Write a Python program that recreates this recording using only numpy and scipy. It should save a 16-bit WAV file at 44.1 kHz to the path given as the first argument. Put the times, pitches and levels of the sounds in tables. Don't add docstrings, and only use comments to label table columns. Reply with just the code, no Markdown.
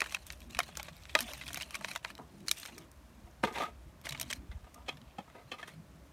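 import sys
import numpy as np
from scipy import signal
from scipy.fft import rfft, irfft
from scipy.io import wavfile
from scipy.ndimage import uniform_filter1d

SR = 44100
rng = np.random.default_rng(int(sys.argv[2]) if len(sys.argv) > 2 else 0)


def undo_db(level):
    steps = np.asarray(level, float) / 20
    return 10 ** steps


def unload_audio(sound):
    columns = np.transpose(np.atleast_2d(sound))
    steps = np.round(np.clip(columns, -1, 1) * 32767)
    wavfile.write(sys.argv[1], SR, steps.astype(np.int16))


N = 269892


def in_time(rows):
    s, db = np.transpose(rows)
    return np.interp(np.arange(N) / SR, s, db)


def rms_one(x):
    return x / np.sqrt(np.mean(x ** 2) + 1e-20)


def drift(rate_hz):
    r = np.exp(-2 * np.pi * rate_hz / SR)
    settled = signal.lfilter([1], [1, -2 * r, r * r], rng.standard_normal(N + SR))[SR:]
    return rms_one(settled)


def band(x, low_hz, high_hz):
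    return signal.sosfilt(signal.butter(2, [low_hz, high_hz], "band", fs=SR, output="sos"), x)


def ring(force, hz, t60):
    r, w = undo_db(-60 / (t60 * SR)), 2 * np.pi * min(hz, SR / 2.2) / SR
    return signal.lfilter([0, np.sin(w)], [1, -2 * r * np.cos(w), r * r], force)


def add(out, s, x):
    i = max(round(s * SR), 0)
    out[i:i + len(x)] += x[:N - i]


# (time [s], rms level [dB])
GUSTS = [(0.0, -59.5), (0.83, -56), (1.28, -55.5), (1.7, -60.5), (1.92, -66), (2.57, -67), (3.2, -58),
         (3.32, -57.5), (4.23, -61.5), (4.55, -54.5), (4.84, -62), (5.03, -72.5), (5.35, -72.5),
         (6.12, -60.5)]
# (time [s], rms level [dB])
SMALL_EDDIES = [(0.0, -65), (0.12, -64), (0.46, -61), (1.07, -59), (1.19, -51.5), (1.4, -57), (1.92, -60),
                (2.16, -60), (2.42, -55), (2.54, -61.5), (3.17, -62), (3.46, -65), (3.72, -65.5),
                (3.95, -58), (4.07, -57.5), (4.43, -52.5), (4.55, -65), (4.89, -62), (5.01, -57.5),
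                (5.51, -69), (5.81, -54.5), (6.12, -58)]
# (time [s], approximate peak [dB])
SINGLE_PUFFS = [(0.552, -37), (3.235, -39.5), (3.858, -39.5), (4.377, -37), (4.488, -31), (4.547, -31),
                (4.624, -40), (5.063, -44)]


def breeze():
    rumble = rms_one(band(rng.standard_normal(N), 53.0, 73.2) * undo_db(2.4 * drift(3.8)))
    murmur = 0
    for hz in np.geomspace(140.0, 340.0, 6):
        eddy = rms_one(ring(rng.standard_normal(N), hz, 18 / hz))
        murmur = murmur + eddy * undo_db(7 * drift(4) - 3.0 * np.log2(hz / 150))
    push = np.zeros(N)
    for s, db in SINGLE_PUFFS:
        add(push, s, undo_db(db) * np.hanning(260) / 100)
    puffs = ring(push, 66, .08)
    return undo_db(in_time(GUSTS)) * rumble + undo_db(in_time(SMALL_EDDIES)) * rms_one(murmur) + puffs


# (frequency [Hz], relative level per Hz [dB])
GARDEN_COLOUR = [(18, -40.5), (30, -0.5), (76, 7), (200, -4.5), (455, -10), (625, -2.5), (752, -9),
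                 (1030, -8.5), (3970, -22), (4900, -22), (8990, -26.5), (15200, -29), (16500, -46.5)]
GARDEN_DB = -61


def garden():
    hz, db = np.transpose(GARDEN_COLOUR)
    colour = undo_db(np.interp(np.log(np.fft.rfftfreq(N, 1 / SR) + 1), np.log(hz), db))
    return undo_db(GARDEN_DB) * rms_one(irfft(rfft(rng.standard_normal(N)) * colour, N))


# (start time [s], length [s], starting level [dB], grittiness moved from dull to bright [dB])
RUB_STROKES = [(0.0, 0.16, -54.5, -3), (0.184, 0.13, -66.5, 0), (0.261, 0.17, -67, 4.5),
               (0.438, 0.041, -76, 6), (0.494, 0.18, -60.5, -1), (0.679, 0.22, -60, -5.5),
               (0.923, 0.32, -63, -2), (1.17, 0.18, -52.5, -5), (1.349, 0.29, -55.5, 1),
               (1.647, 0.15, -58, -5), (1.817, 0.16, -54, -2), (2.027, 0.085, -59.5, -4),
               (2.166, 0.6, -76.5, 6), (2.462, 0.12, -63, 6), (2.566, 0.12, -60, 4),
               (2.721, 0.12, -63.5, -4), (2.912, 0.6, -80, 9), (3.428, 0.061, -58, -5),
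               (3.523, 0.12, -52.5, -5.5), (3.642, 0.053, -73, 1), (3.742, 0.18, -79.5, 7),
               (4.038, 0.2, -57, -9), (4.249, 0.12, -62, -2), (4.39, 0.44, -77, 0),
               (4.861, 0.092, -62.5, -11), (4.972, 0.52, -75.5, -10), (5.494, 0.25, -67, -7),
               (5.763, 0.43, -82, 7.5)]
STROKE_ATTACK_S, STROKE_RELEASE_S, STROKE_SWELL_DB_PER_S = 0.0019, 0.011, 7


def strokes(grit_share):
    t, out = np.arange(N) / SR, np.zeros(N)
    for s, length, db, grit_db in RUB_STROKES:
        i, j = round(max(s, 0) * SR), round((s + length + .2) * SR)
        since = t[i:j] - s
        attack = np.clip(since / STROKE_ATTACK_S, 0, 1)
        release = np.exp(-np.maximum(since - length, 0) / STROKE_RELEASE_S)
        level_db = db + grit_share * grit_db + STROKE_SWELL_DB_PER_S * since
        out[i:j] += attack * release * undo_db(level_db)
    return out


# (frequency [Hz], relative level [dB], t60 before the fingers damp it [s])
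WALL_MODES = [
    [(659, 3.5, 0.15), (903, -1, 0.05), (1100, 1, 0.07)],
    [(1500, 3.5, 0.023), (1900, 8.5, 0.078), (2453, 17, 0.0071), (3075, 11.5, 0.035), (3820, 13.5, 0.012),
     (4300, 3, 0.024)],
    [(5730, 1, 0.0015), (7030, -7, 0.0023), (8750, -5.5, 0.0029), (9530, -16.5, 0.0097),
     (11320, -13.5, 0.01), (13120, -8, 0.0015), (13700, -9.5, 0.0013)],
]
LONGEST_RINGS = [.035, .011, .006]
RUSTLE_DULL_DB, RUSTLE_BRIGHT_DB = -9.5, -3
BEND_SPREAD = .09


def rustle(per_s=2000, size_db=5.0, clump_db=3.3, smooth=.3, shared_per_s=140):
    clumps, out = drift(29), 0
    shared = rng.random(N) < shared_per_s * undo_db(clump_db * clumps) / SR
    levels = [undo_db(RUSTLE_DULL_DB) * strokes(-0.86), strokes(0), undo_db(RUSTLE_BRIGHT_DB) * strokes(0.49)]
    for modes, level, low_hz, longest in zip(WALL_MODES, levels, [380, 1100, 4200], LONGEST_RINGS):
        local_db = clump_db * np.clip(1.5 * clumps + 0.67 * drift(45), -2, 2)
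        rung = 0
        for hz, db, t60 in modes:
            born = rng.random(N) < per_s * undo_db(local_db) / SR
            crumb_size = undo_db(size_db * np.minimum(rng.exponential(1, N), 4))
            crumbs = (born + 2 * shared) * crumb_size
            rub = smooth * rng.standard_normal(N) * undo_db(local_db)
            force = rms_one(crumbs - crumbs.mean()) + rub
            shape = np.clip(np.round(drift(12)), -1, 1)
            for k in (-1, 0, 1):
                bent_hz = hz * (1 + BEND_SPREAD * k)
                rung = rung + undo_db(db) * ring(force * (shape == k) + 1e-18, bent_hz, min(t60, longest))
        out = out + level * rms_one(band(rung, low_hz, 14000))
    return out


LEAD_DB, LEAD_MS = -21, 5
TRAIL_DB, TRAIL_MS = -20, 8.0
DRY_DB = -16.5


def blow(modes, rise_ms, fall_ms, low_hz, detune, spread_db, grit, dry, kick, size):
    ms = np.arange(size) / SR * 1000 - LEAD_MS
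    late = np.maximum(ms - rise_ms, 0)
    swell = np.clip(ms / max(rise_ms, 1e-3), 0, 1) ** 2
    lead = undo_db(LEAD_DB) * min(rise_ms, 1.5) ** 2 * (1 + ms / LEAD_MS) * (ms < rise_ms)
    fall = np.exp(-late / max(fall_ms, 1e-2))
    trail = undo_db(TRAIL_DB) * np.exp(-late / TRAIL_MS)
    slips, roughness = rng.standard_normal((2, size))
    lumps = np.interp(np.arange(size), np.arange(0, size, 128), roughness[::128])
    force = (lead + swell * (fall + trail)) * slips * np.exp(grit * (roughness + lumps))
    force[np.argmax(ms >= rise_ms)] += kick
    rung = 0
    for hz, db, t60 in modes:
        level_chance, pitch_chance = rng.standard_normal(2)
        rung = rung + undo_db(db + spread_db * level_chance) * ring(force, hz * (1 + detune * pitch_chance), t60)
    direct = band(force, .8 * modes[0][0], min(1.25 * modes[-1][0], SR / 2.5))
    x = rms_one(rung) + dry * undo_db(DRY_DB) * rms_one(direct)
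    x = band(x, low_hz, 12950)
    return x / np.abs(x).max()


# (time [s], crack peak level [dB], crack pitch [Hz],
# bright part against the crack [dB], tearing time [ms])
WALL_SNAPS = [(0.0022, -19.5, 2560, -5.5, 1.8), (0.01, -44, 1950, -12, 1.3), (0.0176, -14, 2180, -45, 1.9),
              (0.04, -34.5, 2130, -5, 2.8), (0.0597, -31.5, 1830, -11, 2.6), (0.074, -49, 3000, -6, 1.1),
              (0.0947, -38, 2550, -16, 1.1), (0.123, -32, 2150, -2, 2.2), (0.1462, -19, 2740, -5.5, 2.5),
              (0.167, -36.5, 2080, -20, 3.1), (0.267, -43.5, 4100, 11, 0.35), (0.303, -27, 2230, -29, 0.8),
              (0.323, -48.5, 2440, 12.5, 1.2), (0.33, -44, 2450, -1, 4.5), (0.404, -50.5, 4260, 8, 1.4),
              (0.417, -45.5, 2350, -9, 2.9), (0.5077, -40.5, 3630, 0, 1.5), (0.5482, -28, 2200, -13, 0.72),
              (0.5685, -33, 2550, -10, 3.7), (0.5894, -15.5, 1500, 1, 2.43),
              (0.6028, -19.5, 2160, -26, 1.5), (0.632, -37, 4000, -2, 1.2), (0.753, -40.5, 2380, -3, 1.8),
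              (0.7708, -30, 1610, 4, 2.7), (0.7963, -30.5, 2200, -9, 5.8), (0.815, -46.5, 1380, -25, 3.2),
              (0.8294, -39.5, 3650, 8.5, 1.55), (0.856, -42, 2180, -19, 2.5),
              (0.883, -35.5, 1900, -25, 4.3), (0.966, -53, 3600, 7, 1.4), (1.035, -48, 4220, 2, 1.5),
              (1.054, -34, 2880, -19, 1.1), (1.0949, -35, 3300, -35, 0.71), (1.1517, -4.5, 2000, -38, 1.44),
              (1.189, -20, 2570, -5, 3), (1.2057, -28, 1900, 9.5, 1.86), (1.226, -38, 3910, 5.5, 1.5),
              (1.283, -44, 1500, -20, 8.5), (1.316, -44, 1500, -6, 5.9), (1.3346, -34.5, 2450, 7.5, 0.87),
              (1.378, -42, 2400, 1, 1.5), (1.399, -47, 2300, -9, 1.2), (1.4127, -29, 2050, -23, 0.61),
              (1.436, -39, 2400, -6, 2.6), (1.466, -36, 2500, -12, 1.6), (1.479, -32.5, 3000, -1, 3.7),
              (1.485, -32, 3000, -15, 1.5), (1.493, -37.5, 3000, -1.5, 2.2),
              (1.5044, -37.5, 1690, -10, 4.2), (1.531, -34, 3100, 2, 1.7), (1.5439, -32.5, 2020, 9, 1.8),
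              (1.5582, -28.5, 2900, -16, 1.4), (1.5718, -30, 2260, 0.5, 5.4), (1.6, -34, 2470, -6, 2.4),
              (1.6096, -30.5, 2900, -7, 6.7), (1.6217, -32.5, 4120, 3, 1.9), (1.629, -31, 3200, -22, 3),
              (1.707, -34, 2780, -3, 2.1), (1.743, -29, 2550, -3.5, 5.2), (1.7513, -29, 2550, 0.5, 6.7),
              (1.8083, -41, 1540, -3, 9), (1.8452, -21.5, 2420, -13, 4.04), (1.8835, -34, 2450, -5, 5.9),
              (1.9124, -30, 2550, -8, 3.7), (1.9515, -34, 2360, -4, 3.7), (1.9595, -23, 2070, -3, 2.23),
              (2.0471, -24, 2160, -37, 2.9), (2.0573, -40, 1500, -25, 4.3), (2.1021, -37, 1740, -4, 2.4),
              (2.152, -38.5, 3930, 0.5, 0.96), (2.1794, -39, 2820, -5, 1), (2.4044, -55.5, 3060, 4, 1.5),
              (2.473, -45, 3800, 5, 1.8), (2.482, -22, 3810, -3.5, 4.6), (2.492, -28, 3740, -2, 1.9),
              (2.5127, -14, 3260, 3.5, 2.33), (2.583, -42.5, 2760, 3, 6.5), (2.598, -45, 3530, 9, 3.2),
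              (2.6301, -35, 4000, -0.5, 5.4), (2.653, -35, 2300, -4, 2.3), (2.658, -36.5, 2790, 2.5, 3.2),
              (2.673, -51, 2400, 11, 2.9), (2.7802, -39.5, 2750, 1, 0.64), (2.915, -60.5, 2534, 13, 2.25),
              (4.0138, -52.5, 2400, 7.5, 1.9), (4.0682, -27.5, 2200, -27, 3.3), (4.0897, -33.5, 2400, 2, 4),
              (4.0939, -30.5, 3940, -1, 2), (4.1078, -33, 4000, -2, 0.97), (4.1223, -30.5, 3450, -4.5, 5.6),
              (4.1462, -32, 2400, -37, 4.9), (4.1755, -39, 3500, -14, 2.7), (4.1977, -32, 3780, 8.5, 2.7),
              (4.2121, -26, 3430, 2.5, 3.8), (4.2291, -33.5, 3300, 0, 1.2), (4.279, -52, 3300, 2, 2.3),
              (4.3013, -29, 2930, -6, 10), (4.309, -34, 2400, -1, 3.4), (4.3118, -29.5, 2140, 0, 2),
              (4.3274, -24, 2820, -8, 1.6), (4.3305, -28.5, 3300, -2, 3), (4.7425, -54.5, 1500, 12, 4.1),
              (4.9693, -46, 3070, -8, 9), (5.0157, -45, 3300, -13, 1.1), (5.109, -52, 2510, -18, 2.9)]
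HOLLOW_DB, HOLLOW_DB_PER_OCTAVE, HOLLOW_DB_PER_DOUBLED_TEARING = -20, -26.5, 5.5
PATCH_DB, PATCH_CYCLES = 6, 38
KICK, KICK_FOLLOWS = 1.1, .9


def snaps():
    out = np.zeros(N)
    hollow, middle, bright = [[(hz, db, min(t60, longest)) for hz, db, t60 in group]
                              for group, longest in zip(WALL_MODES, LONGEST_RINGS)]
    for s, crack_db, crack_hz, bright_db, tearing_ms in WALL_SNAPS:
        crack = [(hz, db - 13 * abs(np.log2(hz / crack_hz)), t60) for hz, db, t60 in middle]
        crack.append((crack_hz, PATCH_DB, PATCH_CYCLES / crack_hz))
        crack.sort()
        hollow_db = (HOLLOW_DB + HOLLOW_DB_PER_OCTAVE * np.log2(max(crack_hz, 2000) / 2500)
                     + HOLLOW_DB_PER_DOUBLED_TEARING * np.log2(max(tearing_ms, .2) / 2))
        kick = KICK * undo_db(KICK_FOLLOWS * (crack_db + 25))
        tilt_db = np.clip(0.6 * bright_db - 0.5, -12, 6)
        top = [(hz, db + tilt_db * np.log2(hz / 8000), t60) for hz, db, t60 in bright]
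        parts = [(hollow, hollow_db, 420), (crack, 0, 1100), (top, bright_db, 4200)]
        for modes, db, low_hz in parts:
            x = blow(modes, .2 + .2 * tearing_ms, .5 * tearing_ms, low_hz, detune=.045, spread_db=2.5,
                     grit=.4, dry=1, kick=kick, size=2048)
            add(out, s - LEAD_MS / 1000, undo_db(crack_db + db) * x)
    return out


# (frequency [Hz], relative level [dB], t60 before the table damps it [s])
POT_MODES = [(251, -16.5, 0.037), (450, -10, 0.025), (720, -4, 0.022), (940, -1.5, 0.022), (1230, -6, 0.06),
             (1600, 0.5, 0.0059), (2070, -4, 0.012), (2550, -6.5, 0.0051), (3390, -6.5, 0.003),
             (4500, -34.5, 0.0012), (5700, -24.5, 0.0012), (8900, -45.5, 0.00071)]
# (frequency [Hz], relative level [dB], t60 before the table damps it [s])
CLAY_MODES = [(194, -4.5, 0.041), (306, -11, 0.057), (550, -1.5, 0.028), (784, 5, 0.025),
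              (970, -4.5, 0.034), (1230, -1, 0.029), (1800, -4, 0.018), (2200, -7, 0.017), (2530, 0, 0.014),
              (3100, -3, 0.016), (3300, -13.5, 0.025), (4000, -13.5, 0.022), (5200, -25, 0.0084)]
# (time [s], rms level at its loudest [dB], fall time constant [ms],
# tilt [dB per octave], favoured pitch [Hz])
POT_KNOCKS = [(0.016, -39.5, 8.5, 3.5, 610), (0.688, -50, 5.1, -1, 696), (1.153, -27.5, 6.5, 5, 560),
              (2.188, -45, 34, -12, 820), (2.77, -55, 82, -3.5, 450), (3.4362, -23, 6.2, -4.5, 450),
              (3.446, -37.5, 11, 14, 450), (3.471, -37.5, 9.8, 1, 450), (3.485, -42, 18, 5, 940),
              (3.509, -44, 26, -2.5, 450), (3.556, -38.5, 24, 6, 940), (3.582, -37.5, 38, 14, 940),
              (3.6, -35, 27, 3, 720), (3.652, -49, 16, 5, 2070), (4.514, -51.5, 13, 7, 2020),
              (4.571, -59, 12, -10, 1600), (4.642, -57.5, 9.2, -8, 1600), (4.668, -56, 7.2, -1, 720),
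              (4.776, -56.5, 40, -2, 1060), (5.278, -57, 3, -7, 1230)]
# (time [s], rms level at its loudest [dB], fall time constant [ms],
# tilt [dB per octave], favoured pitch [Hz])
CLAY_KNOCKS = [(4.882, -33.5, 11, 11.5, 970), (5.183, -36, 13.3, -1, 194), (5.516, -37, 16, 6.5, 550),
               (5.627, -40.5, 10, 5.5, 1800)]
# (time [s], rms level at its loudest [dB],
# fall time constant [ms], tilt [dB per octave], favoured pitch [Hz])
POT_DRAGS = [(2.681, -50, 9, 13, 910), (3.264, -55.5, 12, -1, 720), (3.544, -39.5, 31, 10, 2070),
             (3.576, -53, 23, 17, 895), (3.603, -35.5, 19.5, 7.5, 1230), (3.615, -36, 19, 8.5, 1230),
             (3.675, -49.5, 15, -7, 724), (4.046, -42.5, 24, 32, 2100), (4.742, -54, 44, -13, 1230),
             (4.763, -55, 39, -7, 720), (5.297, -58, 8.5, 18, 2090), (5.346, -50, 17, 1, 720),
             (5.377, -54.5, 21, -8, 2070), (5.534, -47.5, 5.8, -5, 1230), (5.58, -46.5, 35, 14.5, 1230),
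             (5.671, -46.5, 22, 25, 2070)]
KNOCK_RISE_MS, DRAG_RISE_PER_FALL = 1.757, 0.51
KNOCK_KICK, KNOCK_GRIT, DRAG_GRIT = 3.0, .3, .45
CONTACT_DRY_SHARE, FAVOUR_DB = 0.42, 11.5
LONGEST_RING_CYCLES = 75


def knocks():
    out = np.zeros(N)
    contacts = [(POT_MODES, KNOCK_RISE_MS, KNOCK_KICK, KNOCK_GRIT, *row) for row in POT_KNOCKS]
    contacts += [(CLAY_MODES, KNOCK_RISE_MS, KNOCK_KICK, KNOCK_GRIT, *row) for row in CLAY_KNOCKS]
    contacts += [(POT_MODES, DRAG_RISE_PER_FALL * row[2], 0, DRAG_GRIT, *row) for row in POT_DRAGS]
    for body, rise_ms, kick, grit, s, db, fall_ms, tilt_db, favoured_hz in contacts:
        modes = []
        for hz, level_db, t60 in body:
            favour_db = FAVOUR_DB * np.exp(-(np.log2(hz / favoured_hz) / .3) ** 2)
            touched_db = level_db + tilt_db * np.log2(hz / 500) + favour_db
            modes.append((hz, touched_db, min(t60, LONGEST_RING_CYCLES / hz)))
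        x = blow(modes, rise_ms, fall_ms, 170, detune=.015, spread_db=2.0,
                 grit=grit, dry=CONTACT_DRY_SHARE, kick=kick, size=8192)
        loudest_rms = np.sqrt(uniform_filter1d(x ** 2, size=300).max())
        add(out, s - LEAD_MS / 1000, undo_db(db) * x / loudest_rms)
    return band(out, 150, 19000)


def scene():
    return (breeze() + garden() + rustle() + snaps() + knocks())[None]


def band_limit(x):
    return signal.sosfilt(signal.butter(12, 16990, fs=SR, output="sos"), x)


def record(dry):
    top_cut = signal.sosfilt(signal.cheby2(12, 70, 17400, fs=SR, output="sos"), dry)
    mix = signal.sosfilt(signal.butter(5, 38, "high", fs=SR, output="sos"), top_cut)
    return band_limit(mix)


dry = scene()
out = record(dry)
unload_audio(out)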